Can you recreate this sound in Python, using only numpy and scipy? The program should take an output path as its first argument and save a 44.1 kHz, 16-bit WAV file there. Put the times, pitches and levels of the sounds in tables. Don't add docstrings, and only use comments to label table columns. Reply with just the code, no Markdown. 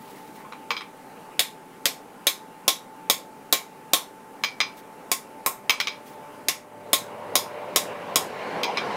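import sys
import numpy as np
from scipy import signal
from scipy.fft import rfft, irfft
from scipy.io import wavfile
from scipy.ndimage import uniform_filter1d

SR = 44100
rng = np.random.default_rng(int(sys.argv[2]) if len(sys.argv) > 2 else 0)


def pcm_store(signal):
    levels = np.round(np.clip(np.atleast_2d(signal), -1, 1) * 32767)
    wavfile.write(sys.argv[1], SR, levels.astype(np.int16).T)


N = 395180

# (frequency [Hz], density [dB])
FIRE_COLOUR = [(18, -108), (30, -54), (70, -29), (153, -8.5), (266, -4.5), (295, -4), (328, -10.5),
               (394, -5.5), (740, -18.5), (866, -4.5), (937, -22.5), (1280, -14.5), (3770, -34.5),
               (9460, -30.5), (16000, -35.5)]
# (frequency [Hz], rms level [dB])
BLOWER_TONES = [(296, -64.5), (393, -62), (792, -59), (879, -50)]
# (frequency [Hz], density [dB])
ROAD_COLOUR = [(24, -52), (40, -38), (184, -3), (319, -7), (490, 3), (622, -1.5), (1030, -0.5), (1240, -10),
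               (2310, -13), (2540, -16.5), (2800, -15), (3390, -24.5), (3910, -25), (12000, -52.5),
               (15600, -78.5), (22000, -120)]
# (frequency [Hz], density [dB])
MIC_COLOUR = [(20, 23), (100, 9.5), (3000, 2), (7000, -7), (10000, 8), (16000, -6)]
# (middle [s], half length [s], level [dB])
RUSTLES = [(0.152, 0.21, -54), (.38, 0.039, -55.5), (4.782, 0.025, -49), (6.097, 0.052, -51.5)]
# (frequency [Hz], density [dB])
CLOTH_COLOUR = [(100, -20), (1500, -3), (3500, 1.5), (8000, -4.5), (14000, -2), (16000, -1)]

# (time [s], force [dB], dullness [dB], ring [dB], hardness [dB/octave])
ANVIL_TAPS = [(.4487, -30, 14.5, 11, -2), (.5234, -15.5, 5, -14, 1), (.7056, 3.5, 5, -4, 4),
              (.7667, -6.5, -4.2, 4, -2), (.8087, -11.5, 1.5, -20, 6), (4.4368, 5.5, 0, -2, 2.5),
              (4.6035, 8, -0.6, 3, -6.5), (5.6959, 11.5, 0, -6.5, 11.5), (5.8013, 4.5, -2.5, -7, 7),
              (5.8714, 1, -2.5, -3, -0.5), (8.6333, -0.6, -7, -2.5, .5), (8.7721, 4, 3, -3, -5)]
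# (frequency [Hz], density [dB])
TAP_COLOUR = [(40, -31), (250, -23), (500, -20.5), (1000, 4), (1600, 2), (2400, 2), (4000, -1),
              (5700, -1.5), (7200, -14), (11000, -22), (16000, -52)]
# (frequency [Hz], relative level [dB], t60 [s])
ANVIL_MODES = [(478, -22, .14), (1040, -17, .07), (1076, -22, .2), (1253, -24, .22), (2031, -21, .2),
               (2155, -20, .11), (2293, -9, .27), (2398, -9, .19), (2660, -23, .22), (3248, -16, .17),
               (3575, -19, .17), (3960, -20, .18), (4028, -19, .16), (5022, -15, .17), (5760, -27, .18),
               (6447, -23, .17), (8990, -38, .2), (13780, -30, .1), (14275, -26, .11)]
REGISTER_EDGES = [800, 1450, 2900, 4400]
# (base level [dB], per force [dB/dB], per dullness [dB/dB])
ANVIL_RESPONSE = [(-46.5, .9, 0.56), (-37, 0.65, 0.81), (-32, 0.96, -0.24), (-34, 0.99, -0.69),
                  (-38.5, 1.2, -0.83)]
# (delay [s], relative level [dB])
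NEAR_ECHOES = [(.0085, -8), (0.0104, -18), (0.012, -10), (0.0199, -66), (0.0335, -33)]
# (frequency [Hz], t60 [s])
SHELTER_DECAY = [(200, 0.22), (1000, 0.31), (3000, 0.23), (7000, 0.25), (14000, 0.22), (16000, 0.16)]

# (time [s], force [dB], dullness [dB], ring [dB], hardness [dB/octave])
BAR_BLOWS = [(1.3935, -1.4, -4.5, -13, -2), (1.8559, -1.5, -2.5, -5.5, -1.5), (2.269, 0.6, -3.5, 2.5, -1),
             (2.6797, 2.5, -0.6, -0.5, -3.5), (3.0991, 2, -1, 1.5, -0.5), (3.5259, 2.5, -1.2, 2, -0.5),
             (3.9344, 3, -0.6, -2, -1), (5.1161, -3.3, 2.5, 4, 0), (5.4619, -3, 6, -0.5, 4),
             (6.4848, -3.5, -1, -0.5, -4.5), (6.9314, 2.5, -0.5, 2, 0), (7.3545, 1.5, 1, 1, -2.5),
             (7.7602, 1.2, 0.5, 1, -3.5), (8.1582, 1.2, 1.4, 1, -2)]
# (frequency [Hz], density [dB])
BLOW_COLOUR = [(40, -31), (140, -19), (280, -4.5), (800, -2.5), (1550, -1.5), (2200, 8.5), (3000, 2.5),
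               (3700, 0.5), (4500, 2), (8000, 2), (14000, 3), (16000, -2.5)]
# (frequency [Hz], relative level [dB], t60 [s])
BAR_MODES = [(310, -23, .06), (430, -29, .12), (560, -24, .08), (725, -19, .06), (1073, -17, .2),
             (1130, -22, .08), (1333, -30, .15), (1925, -22, .06), (2293, -27, .25), (2395, -23, .13),
             (2665, -26, .15), (3210, -24, .14), (3383, -18, .13), (3560, -14, .06), (3800, -14, .07),
             (3970, -23, .13), (5022, -22, .11), (5350, -19, .06), (6500, -26, .16), (6814, -26, .17),
             (7505, -26, .14), (9500, -29, .15), (13525, -30, .13), (14274, -28, .16)]
# (base level [dB], per force [dB/dB], per dullness [dB/dB])
BAR_RESPONSE = [(-32, 1.38, 0.3), (-31.5, 1.4, 1.5), (-30, 0.1, -.35), (-26, 1.32, -1), (-21, 0.71, 0.21)]

# (frequency [Hz], peak time [s], peak level [dB], rise [dB/s],
# fall [dB/s], pitch waver [fraction], flutter [dB])
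ENGINE_TONES = [(105, 7.38, -54, 14, 12, .022, 2), (592, 7.78, -39, 9, 14, 0.0062, 1)]


def amp(db):
    return 10 ** (np.asarray(db) / 20)


def unit(x):
    return x / np.sqrt(np.mean(x ** 2) + 1e-20)


def read(points, hz):
    f, value = np.transpose(points)
    return np.interp(np.log(hz + 1), np.log(f + 1), value)


def hiss(colour, size):
    gain = amp(read(colour, np.fft.rfftfreq(size, 1 / SR)))
    return unit(irfft(rfft(rng.standard_normal(size)) * gain, size))


def drift(rate_hz):
    rolloff = 1 + (np.fft.rfftfreq(N, 1 / SR) / rate_hz) ** 4
    return unit(irfft(rfft(rng.standard_normal(N)) / rolloff, N))


def tone(hz, db, waver, flutter_db):
    turns = np.cumsum(hz * (1 + waver * drift(5.0))) / SR
    return np.sqrt(2) * amp(db + flutter_db * drift(3.9)) * np.sin(2 * np.pi * turns)


def roar(colour, tilt, patchy_db):
    hz, t, spectra = signal.stft(hiss(colour, N), SR, nperseg=1024, noverlap=768)
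    patches = uniform_filter1d(rng.standard_normal(spectra.shape), size=12, axis=0)
    patches = unit(uniform_filter1d(patches, size=12, axis=1))
    octaves = np.log2(np.maximum(hz / 1000, 1))[:, None]
    gain_db = patchy_db * patches + octaves * np.interp(t * SR, np.arange(N), tilt)
    return signal.istft(spectra * amp(gain_db), SR, nperseg=1024, noverlap=768)[1][:N]


def fire():
    return amp(-47.5) * roar(FIRE_COLOUR, tilt=np.zeros(N), patchy_db=.6)


def blower():
    return sum(tone(hz, db, waver=0.00136, flutter_db=2.0) for hz, db in BLOWER_TONES)


def distant_traffic():
    return amp(-53) * roar(ROAD_COLOUR, tilt=np.full(N, 3.3), patchy_db=3.0)


def microphone_hiss():
    return amp(-67.5) * hiss(MIC_COLOUR, N)


def apron_rustle(t):
    swell = sum(amp(db) * np.exp(-((t - s) / half_s) ** 2) for s, half_s, db in RUSTLES)
    return swell * amp(2.5 * drift(40)) * hiss(CLOTH_COLOUR, N)


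def steel_colour(colour, modes, resonance_db=22, half_width_hz=71):
    hz = np.arange(0, SR / 2, 20.)
    centre, db, _ = np.transpose(modes)[:, :, None]
    peaks = (amp(db + resonance_db) ** 2 / (1 + ((hz - centre) / half_width_hz) ** 2)).sum(0)
    return np.transpose([hz, read(colour, hz) + 10 * np.log10(1 + peaks)])


def strike_spot(colour, lumpy_db=2.2):
    hz, db = colour.T
    lumps = uniform_filter1d(rng.standard_normal(len(hz)), size=16)
    lumps = unit(uniform_filter1d(lumps, size=12))
    return np.transpose([hz, db + lumpy_db * lumps * np.minimum(hz / 4000, 1)])


def impact(colour, t, contact_s, echo_db, tail_db, scatter_db):
    burst = hiss(colour, len(t)) * np.exp(-(t / contact_s) ** 4)
    early = burst.copy()
    for delay, db in NEAR_ECHOES:
        add(early, delay, amp(db + echo_db) * burst)
    hz, age, spectra = signal.stft(hiss(colour, len(t)), SR, nperseg=256)
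    decay = amp(-60 * age / read(SHELTER_DECAY, hz)[:, None])
    tail = signal.istft(spectra * decay, SR, nperseg=256)[1][:len(t)]
    scatter = hiss(colour, len(t)) * amp(scatter_db) * np.exp(-t / 0.015)
    build_up = 1 - np.exp(-t / 0.00088)
    return early + (amp(tail_db) * tail + scatter) * build_up


def ring(modes, t, spread_db=2):
    hz, db, t60 = np.transpose(modes)[:, :, None]
    weight, phase = rng.standard_normal(hz.shape), rng.random(hz.shape)
    envelopes = amp(db + spread_db * weight - 60 * t / t60)
    attack = 1 - np.exp(-t / 0.00024)
    return (envelopes * np.sin(2 * np.pi * (hz * t + phase))).sum(0) * attack


def voiced(sound, hardness, levels_db):
    hz, onset_size = np.fft.rfftfreq(len(sound), 1 / SR), SR // 20
    crack_octaves = np.log2(np.maximum(hz / REGISTER_EDGES[-1], 1))
    spectrum = rfft(sound) * amp(hardness * crack_octaves)
    onset = rfft(irfft(spectrum)[:onset_size], len(sound))
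    register = np.searchsorted(REGISTER_EDGES, hz)
    power = np.bincount(register, 2 * abs(onset) ** 2) / (len(sound) * onset_size)
    gain_db = (levels_db - 10 * np.log10(power))[register]
    gain_db = uniform_filter1d(uniform_filter1d(gain_db, size=160), size=120)
    return irfft(spectrum * amp(gain_db), len(sound))


def add(mix, s, sound):
    part = mix[max(round(s * SR), 0):][:len(sound)]
    part += sound[:len(part)]


def strokes(rows, response, colour, modes, **contact):
    out, t = np.zeros(N), np.arange(SR // 2) / SR
    colour = steel_colour(colour, modes)
    base_db, per_force, per_dullness = np.transpose(response)
    lead = 256
    for s, force_db, dull_db, ring_db, hardness in rows:
        sound = impact(strike_spot(colour), t, **contact) + amp(ring_db) * ring(modes, t)
        levels_db = base_db + per_force * force_db + per_dullness * dull_db
        add(out, s - lead / SR, voiced(np.pad(sound, (lead, 0)), hardness, levels_db))
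    low_cut = signal.butter(1, 150, "high", fs=SR, output="sos")
    return signal.sosfilt(low_cut, out)


def anvil_taps():
    return strokes(ANVIL_TAPS, ANVIL_RESPONSE, TAP_COLOUR, ANVIL_MODES,
                   contact_s=.0032, echo_db=3.5, tail_db=-11, scatter_db=-10.5)


def bar_blows():
    return strokes(BAR_BLOWS, BAR_RESPONSE, BLOW_COLOUR, BAR_MODES,
                   contact_s=.0027, echo_db=-3.5, tail_db=-11, scatter_db=-7)


def approaching_vehicle(t):
    speed_m_per_s, closest_m, closest_s = 10.7, 8.2, 9.47
    open_s, opening_s, screen_db = 6.96, .19, -8
    distance_m = np.hypot(closest_m, speed_m_per_s * (t - closest_s))
    hidden = (1 - np.tanh((t - open_s) / opening_s)) / 2
    tilt = 2.56 - 0.22 * (distance_m - closest_m)
    gain = amp(-27.5 + screen_db * hidden) * closest_m / distance_m
    return gain * roar(ROAD_COLOUR, tilt, patchy_db=2.0)


def engine(t):
    return sum(tone(hz, db - np.maximum(rise * (s - t), fall * (t - s)), waver, flutter_db)
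               for hz, s, db, rise, fall, waver, flutter_db in ENGINE_TONES)


def scene():
    t = np.arange(N) / SR
    hammering = bar_blows() + anvil_taps()
    background = fire() + blower() + distant_traffic() + approaching_vehicle(t) + engine(t)
    background += apron_rustle(t) + microphone_hiss()
    dip_s, dip_half_s, dip_db = 6.68, 0.18, -3
    dip = amp(dip_db * np.exp(-((t - dip_s) / dip_half_s) ** 2))
    return (hammering + dip * background)[None]


def record(dry):
    threshold_db, release_db_per_s, smoothing_s, duck_db_per_db = -36.5, 45, .06, 0.094
    power_db = 10 * np.log10(abs(uniform_filter1d(dry[0] ** 2, size=400)) + 1e-12)
    fall_db = np.arange(N) / SR * release_db_per_s
    held_db = np.maximum.accumulate(power_db + fall_db) - fall_db
    over_db = np.maximum(held_db - threshold_db, 0)
    pole = np.exp(-1 / (smoothing_s * SR))
    ducked = dry / amp(duck_db_per_db * signal.lfilter([1 - pole], [1, -pole], over_db))
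    rounded = 1.2 * np.tanh(ducked / 1.2)
    band_limit = signal.firwin(255, cutoff=15800, window=("kaiser", 8), fs=SR)
    return signal.oaconvolve(rounded, band_limit[None], "same")


dry = scene()
out = record(dry)
pcm_store(out)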